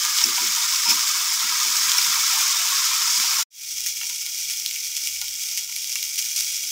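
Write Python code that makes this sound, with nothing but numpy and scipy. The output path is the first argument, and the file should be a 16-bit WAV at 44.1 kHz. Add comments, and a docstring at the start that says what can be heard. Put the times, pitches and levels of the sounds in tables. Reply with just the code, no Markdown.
"""Small crabs fry in a wok, heard from close above, in two scenes parted by a brief silence.
First they are wet: steam bursts from the oil as a dense sizzle, bubbles of juice ring, and a steel
ladle clinks, scrapes and excites the low modes of the wok. Then they lie drier: a thinner sizzle
fades in, with sharp spits of oil. In both scenes hollow shells tick over a faint hum."""
import sys
import numpy as np
from scipy import signal
from scipy.fft import rfft, irfft
from scipy.io import wavfile

SR = 44100
rng = np.random.default_rng(int(sys.argv[2]) if len(sys.argv) > 2 else 0)


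def transcribe(signal):
    """Save signal, clipped to [-1, 1], as a 16-bit WAV file at the path in sys.argv[1]."""
    frames = np.atleast_2d(signal).T
    limited = np.clip(frames, -1, 1)
    pcm = np.round(limited * 32767).astype(np.int16)
    wavfile.write(sys.argv[1], SR, pcm)


N = 295911
TIME = np.arange(N) / SR
WET_END_S, DRY_START_S, FADE_IN_S = 3.428, 3.503, .22
TURN_S = 1.537  # the ladle turns wet shells onto the hot steel


def sizzle(per_s, spread_db, fizz_db, fizz_per_s, fizz_spread_db, cycles, clump_db):
    """Shot noise: steam bursts from the oil as snaps and as tiny bubbles that ring for a few cycles."""
    fizz = np.zeros(N)
    for hz in np.geomspace(1000, 15000, 24):
        pops = impulses(fizz_per_s * hz / 5000, fizz_spread_db)
        fizz += signal.lfilter(*signal.iirpeak(hz, np.pi * cycles, SR), unit(pops))
    snaps = unit(impulses(per_s, spread_db))
    return (snaps + amp(fizz_db) * unit(fizz)) * amp(clump_db * drift(36))


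# Spectrum of wet frying. Each row: frequency in Hz, relative level in dB.
WET_SPECTRUM = [(100, -47), (500, -31), (760, -36.5), (900, -15.5), (1400, -10), (1900, -12.5),
                (2800, -10.5), (4300, -7), (5200, 1.5), (7200, -2.5), (9000, -11), (11500, -14),
                (15500, -9)]
# Loudest wet spits. Each row: start in seconds, peak in dB.
WET_SPITS = [(0.0493, -2), (0.185, -4), (0.2144, -2), (0.2584, -4), (1.0904, -4), (1.6008, -5),
             (1.7674, -5), (1.9164, -3), (2.0672, -2), (2.142, -3), (2.3845, -3), (2.4104, -3.5),
             (2.7202, -4), (3.1986, -4)]

def wet_frying():
    """Vaporisation: water on hot steel drives a dense sizzle that builds at the turn, then settles."""
    steam = sizzle(per_s=7000, spread_db=2.5, fizz_db=1, fizz_per_s=350, fizz_spread_db=.5,
                   cycles=1.96, clump_db=.94)
    level_db = -22 + 2.5 * surge(TURN_S, rise_s=.26, decay_s=2.4) + flare_db()
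    bed = unit(kitchen(colour(steam, WET_SPECTRUM))) * amp(level_db)
    boiling = boiling_juice()
    drops = WET_SPITS + small_spits(0, WET_END_S, db=-6, count=14)
    return bed + boiling + spits(drops, WET_SPECTRUM, spray_db=-10, spray_ms=.5, vary_db=2)


# Spectra of the dry sizzle and its spits. Each row: frequency in Hz, relative level in dB.
DRY_SPECTRUM = [(100, -69), (600, -61), (850, -24), (1130, -40), (1450, -19), (1750, -34), (2250, -22.5),
                (4100, -10), (5000, 0), (5800, 4), (7200, -2.5), (9000, -8), (11500, -10.5), (15500, -7.5)]
SPIT_SPECTRUM = [(100, -54), (900, -36), (1750, -19), (2250, -6), (4000, -8), (5500, 0), (8500, -9),
                 (15500, -10)]
# Resonances of the dry shells. Each row: frequency in Hz, bandwidth in Hz, gain in dB.
CAVITY_MODES = [(2304, 162, 4.5), (2425, 48, -1.5), (2837, 68, 4.5), (3334, 84, 7), (3800, 42, 2)]
# Loudest dry spits. 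Each row: start in seconds, peak in dB.
DRY_SPITS = [(3.8621, -4), (4.0971, -9), (4.2632, -9), (4.4982, -6), (4.6608, -3.5), (4.7107, -8),
             (4.7606, -8), (4.9661, -7), (5.0719, -7), (5.214, -6), (5.5732, -9), (5.7623, -5),
             (5.8431, -10), (5.9549, -6.5), (6.0272, -6), (6.1569, -9), (6.1893, -5), (6.3619, -6),
             (6.4068, -8)]

def dry_frying():
    """Cavity resonance: with the juice boiled off, sparser sizzle and crackles ring in the shells."""
    steam = sizzle(per_s=4000, spread_db=3, fizz_db=-4, fizz_per_s=250, fizz_spread_db=2,
                   cycles=3.1, clump_db=1)
    steam += amp(-6.5) * unit(impulses(90, 1.5))  # separate crackles
    bed = unit(kitchen(colour(steam, DRY_SPECTRUM)))
    ring = sum(amp(db) * resonate(resonate(steam, [(hz, width, 0)]), [(hz, 4 * width, 0)])
               for hz, width, db in CAVITY_MODES)
    bed += amp(-11) * unit(ring)
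    drops = DRY_SPITS + small_spits(DRY_START_S, N / SR, db=-11, count=30)
    pops = spits(drops, SPIT_SPECTRUM, spray_db=-13, spray_ms=.7, vary_db=1.5)
    lull_db = 4 * swell(5.675, half_s=.035)
    return bed * amp(-28.5 + flare_db() - lull_db) + pops


# Runs of juice onto hot steel. Each row: start in seconds, gain in dB, decay time in seconds.
FLARES = [(.165, 2.5, .05), (.615, 2.5, .025), (.72, 2.2, .09), (.885, 5.5, .025), (1.08, 1.5, .08),
          (3.86, 5.5, .025), (4.38, 3.5, .04), (4.499, 5.5, .02), (4.96, 5.5, .02), (5.042, 4, .045),
          (5.405, 4, .015), (5.565, 5, .025), (6.025, 2.5, .05), (6.175, 7, .028), (6.24, 2.5, .08),
          (6.356, 6.5, .13)]

def flare_db():
    """Flash boiling: each run of juice turns to steam and briefly lifts the sizzle."""
    return sum(db * surge(s, .01, decay_s) for s, db, decay_s in FLARES)


def spits(rows, spectrum, spray_db, spray_ms, vary_db):
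    """Explosive boiling: a water drop bursts in oil with a crack and a spray, then droplets sputter."""
    out, t = np.zeros(N), TIME[:SR // 20]
    for s, db in rows:
        burst = amp(spray_db) * rng.standard_normal(len(t))
        burst *= np.exp(-1000 * t / spray_ms / rng.uniform(.6, 1.4))
        burst[0] += 1  # the crack
        burst = colour(burst, [(hz, level + vary_db * rng.standard_normal()) for hz, level in spectrum])
        burst *= amp(db) / abs(burst).max()
        add(out, s + .0012, burst)
        for late in rng.random(4):  # later droplets are weaker
            add(out, s + .03 * late, amp(-10 * (1 + late)) * burst)
    return kitchen(out)


def small_spits(start, end, db, count):
    """Lesser spits fall at random. Each row: start in seconds, peak in dB."""
    return [(start + (end - start) * when, db - 5 * size) for when, size in rng.random((count, 2))]


def boiling_juice():
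    """Superposition: three size ranges of bubbles add up to a gurgle, the largest sounding lowest."""
    juice = bubbles(low_hz=901, high_hz=1382, per_s=11, spread_db=4, decay=.047, glide=.0043)
    froth = bubbles(low_hz=1417, high_hz=3662, per_s=10, spread_db=2.5, decay=.087, glide=.034)
    gulps = bubbles(low_hz=685, high_hz=797, per_s=.43, spread_db=7.5, decay=.2, glide=.032)
    gulps *= amp(-16.5) * TIME / WET_END_S  # they grow as the juice pools
    return (juice + amp(.5) * froth + gulps) * amp(-39 + boil_db() + 1.6 * drift(8))


def boil_db():
    """Amplitude envelope: the bubbling swells for about a second, peaks just after the turn, then eases."""
    return 4 * surge(TURN_S - .6, rise_s=.98, decay_s=1.9)


def bubbles(low_hz, high_hz, per_s, spread_db, decay, glide):
    """Bubble resonance: each is a damped oscillator whose pitch rises a little as it opens."""
    out, t = np.zeros(N), TIME[:SR // 10]
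    for hz in np.geomspace(low_hz, high_hz, 30):
        t60 = decay * rng.uniform(.71, 2.54)
        envelope = amp(-60 * t / t60) * (1 - np.exp(-t * hz))
        ring = envelope * np.sin(2 * np.pi * hz * t * (1 + glide * t / t60))
        out += signal.oaconvolve(impulses(per_s, spread_db), ring)[:N]
    return unit(kitchen(highpass(out, 1.043 * low_hz)))


# Ladle strikes. Each row: start in seconds, peak in dB, contact time in seconds.
CLINKS = [(.2375, -1.5, .004), (.902, -9, .012), (1.9815, -3, .003)]
# Modes of the struck ladle. Each row: frequency in Hz, level in dB, 60 dB decay time in seconds.
CLINK_MODES = [(2706, -10, .015), (5440, 5, 0.019), (5630, 6.5, 0.013), (8580, -9.5, 0.011)]
# Ladle drags. Each row: start in seconds, rms level at the crest in dB, length in seconds.
SCRAPES = [(0.844, -19.5, 0.1), (1.961, -49, 0.14)]
# Modes of the dragged ladle. Each row: frequency in Hz, bandwidth in Hz, gain in dB.
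SCRAPE_MODES = [(965, 17, 8), (1280, 99, -24), (2470, 230, -1.5), (5200, 120, 11)]

def ladle():
    """Impact and friction: steel clinks on steel, damped by the food, and grates when dragged."""
    out, t = np.zeros(N), TIME[:SR // 4]
    for s, db, contact_s in CLINKS:
        force = np.sin(np.pi * np.minimum(t / contact_s, 1))
        clink = amp(-12) * np.diff(force * rng.standard_normal(len(t)), prepend=0)  # bright grit
        for hz, level, t60 in CLINK_MODES:
            envelope = signal.oaconvolve(force / force.sum(), amp(level - 60 * t / t60))[:len(t)]
            clink += envelope * np.sin(2 * np.pi * (hz * t + rng.random()))
        add(out, s, amp(db) * clink / abs(clink).max())
    for s, db, length in SCRAPES:
        grate = unit(resonate(impulses(2500, 1, size=len(t)), SCRAPE_MODES))
        add(out, s, amp(db) * grate * np.sin(np.pi * np.minimum(t / length, 1)))
    return highpass(out, 820, order=6)


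# Ladle pushes. Each row: start in seconds, peak in dB, favoured frequency in Hz, rise in seconds.
KNOCKS = [(0.237, -32.5, 305, 0.036), (0.406, -38, 326, 0.017), (0.449, -45, 224, 0.016),
          (0.864, -34.5, 287, 0.095), (1.419, -48, 220, 0.016), (1.5, -51, 317, 0.014),
          (1.649, -44.5, 326, 0.015), (1.86, -50.5, 210, 0.0077), (1.984, -50, 420, 0.0074),
          (2.071, -48, 215, 0.004), (3.174, -45.5, 214, 0.0062)]
# Modes of the loaded wok. Each row: frequency in Hz, level in dB, 60 dB decay time in seconds.
WOK_MODES = [(209, 11, 0.17), (237, 6.5, 0.19), (315.5, 7, 0.19), (375.6, 4, 0.21), (401, -5, 0.26),
             (521, -15, 0.12), (717, -14, 0.074)]

def wok(reach_octaves=.63):
    """Modal vibration: each push excites the modes its place favours; the shifting load bends them."""
    out, t = np.zeros(N), TIME[:SR // 2]
    detune = .059 * drift(6.4)
    for s, push_db, centre_hz, rise_s in KNOCKS:
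        bent_time = t + np.cumsum(detune[round(s * SR):][:len(t)]) / SR
        boom = np.zeros(len(t))
        for hz, db, t60 in WOK_MODES:
            favour = np.exp(-(np.log2(hz / centre_hz) / reach_octaves) ** 2)
            boom += favour * amp(db - 60 * t / t60) * np.sin(2 * np.pi * (hz * bent_time + rng.random()))
        boom *= (1 - np.exp(-t / rise_s)) ** 2
        add(out, s, amp(push_db) * boom / abs(boom).max())
    rattle = np.zeros(N)  # boiling keeps the same modes faintly ringing
    for hz, _, t60 in WOK_MODES:
        mode = [(hz, 11 / t60, 0)]
        rattle += resonate(resonate(impulses(120, 2.5), mode), mode)
    return out + amp(-63.5 + .5 * boil_db()) * unit(rattle)


# Shells shifting. Each row: start in seconds, peak in dB, spectral tilt in dB per octave.
SHELL_TICKS = [(.38, -18, -17), (1.986, -17, -11), (3.863, -24, 13), (4.013, -21.5, 1.5),
               (4.031, -24, -7.5), (4.1, -41, -19), (4.27, -41, -17), (4.5, -28, 3), (5.217, -28, -11),
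               (5.69, -34, -12), (5.956, -22, 2), (6.191, -29, 0)]
# Modes of a shell. Each row: frequency in Hz, bandwidth in Hz, gain in dB.
SHELL_MODES = [(840, 140, -14.5), (974, 36, -5), (1425, 22, 10), (2360, 230, 12), (2750, 220, 15),
               (3320, 210, -6)]

def shells(contact_s=.0035):
    """Impact excitation: hollow shells tick together, and soft contacts favour the low modes."""
    out, t = np.zeros(N), TIME[:SR // 8]
    lowest_hz = SHELL_MODES[0][0]
    for s, db, tilt in SHELL_TICKS:
        modes = [(hz, width, level + tilt * np.log2(hz / lowest_hz)) for hz, width, level in SHELL_MODES]
        force = rng.standard_normal(len(t)) * np.exp(-t / contact_s)
        tick = highpass(resonate(force, modes), 800)
        add(out, s, amp(db) * tick / abs(tick).max())
    return kitchen(out)


# Air modes of the bowl above the food. Each row: frequency in Hz, bandwidth in Hz, gain in dB.
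BOWL_MODES = [(976, 11, 1), (1291, 92, -9.5), (2266, 180, 1), (3440, 780, -5)]

def kitchen(x, echo_db=-8, t60=.21, spots=3):
    """Resonance and reverberation: the bowl rings, and the walls return a different tail per spot."""
    t, hop = TIME[:SR // 3], SR // 70
    x = x + resonate(x, BOWL_MODES)
    spot, echo = np.arange(N) // hop % spots, np.zeros(N)
    for k in range(spots):
        tail = rng.standard_normal(len(t)) * amp(-60 * t / t60) * (t > .002)
        share = signal.oaconvolve(1. * (spot == k), np.hanning(hop), "same")
        echo += signal.oaconvolve(x * share / share.max(), tail / np.linalg.norm(tail))[:N]
    return x + amp(echo_db) * echo


# Swells of the hum. Each row: centre in seconds, gain in dB, half width in seconds.
HUM_SWELLS = [(1.48, 7, .07), (3.84, 11, .19), (5.21, 9, .15), (6.28, 4.5, .3)]
# Spectrum of the room tone. Each row: frequency in Hz, relative level in dB.
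ROOM_SPECTRUM = [(20, -4), (60, -3), (130, 2.5), (200, -3), (350, -9.5), (700, -7.5), (2000, -24.5)]

def room(hum_hz=65, hum_db=-74.5, noise_db=-67):
    """Slow modulation: a low hum wavers in level and pitch within quiet room tone."""
    level_db = hum_db + 2 * drift(4) + sum(db * swell(s, half_s) for s, db, half_s in HUM_SWELLS)
    phase = 2 * np.pi * np.cumsum(hum_hz + .7 * drift(5.1)) / SR
    hum = np.sqrt(2) * np.sin(phase) * amp(level_db)
    return hum + amp(noise_db) * unit(colour(rng.standard_normal(N), ROOM_SPECTRUM))


def impulses(per_s, spread_db, size=N):
    """Poisson process of clicks: many small, a few large."""
    signs = (rng.random(size) < per_s / SR) * rng.choice([-1, 1], size)
    return signs * amp(spread_db * np.minimum(rng.exponential(1, size), 5))


def resonate(x, modes):
    """Parallel band-pass resonators, one for each mode."""
    return sum(amp(db) * signal.lfilter(*signal.iirpeak(hz, hz / width, SR), x)
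               for hz, width, db in modes)


def colour(x, spectrum, size=4096):
    """Minimum-phase filter: it shapes the spectrum while clicks keep their sharp front."""
    hz, db = np.transpose(spectrum)
    log_hz = np.log(abs(np.fft.fftfreq(size, 1 / SR)) + 1)
    log_gain = np.log(amp(np.interp(log_hz, np.log(hz), db)))
    taps = np.fft.ifft(np.exp(np.conj(signal.hilbert(log_gain)))).real[:size // 2]
    return signal.oaconvolve(x, taps / np.linalg.norm(taps))[:len(x)]


def highpass(x, hz, order=8):
    """Steep attenuation below the cutoff."""
    return signal.sosfilt(signal.butter(order, hz, "high", fs=SR, output="sos"), x)


def drift(corner_hz):
    """Low-pass noise: a slow random fluctuation of rms 1."""
    f = np.fft.rfftfreq(N, 1 / SR)
    return unit(irfft(rfft(rng.standard_normal(N)) / (1 + (f / corner_hz) ** 2), N))


def swell(s, half_s):
    """Gaussian envelope of height 1 around time s."""
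    return np.exp(-((TIME - s) / half_s) ** 2)


def surge(s, rise_s, decay_s):
    """Linear rise to 1 from time s, then exponential decay."""
    return np.clip((TIME - s) / rise_s, 0, 1) * np.exp(-np.maximum(TIME - s - rise_s, 0) / decay_s)


def amp(db):
    """Decibels to amplitude ratio."""
    return 10 ** (np.asarray(db) / 20)


def unit(x):
    """Normalisation to rms 1."""
    return x / np.sqrt(np.mean(x ** 2) + 1e-20)


def add(mix, s, sound):
    """Superposes a sound at time s."""
    part = mix[max(round(s * SR), 0):][:len(sound)]
    part += sound[:len(part)]


def scene():
    """Superposition, alike in both ears: the wet scene stops dead and the dry one fades in."""
    wet_gate = np.exp(-np.maximum(TIME - WET_END_S, 0) / .0027)
    dry_fade = np.clip((TIME - DRY_START_S) / FADE_IN_S, 0, 1) ** 1.2
    mono = wet_gate * (wet_frying() + ladle() + wok()) + dry_fade * dry_frying()
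    mono += (wet_gate + dry_fade) * (shells() + room())
    return np.array([mono, mono])


def record(dry):
    """Band limiting: a steep linear-phase low-pass removes the highest treble."""
    taps = signal.firwin(401, 15720, window=("kaiser", 8), fs=SR)
    return signal.oaconvolve(dry, taps[None], "same")


dry = scene()
out = record(dry)
transcribe(out)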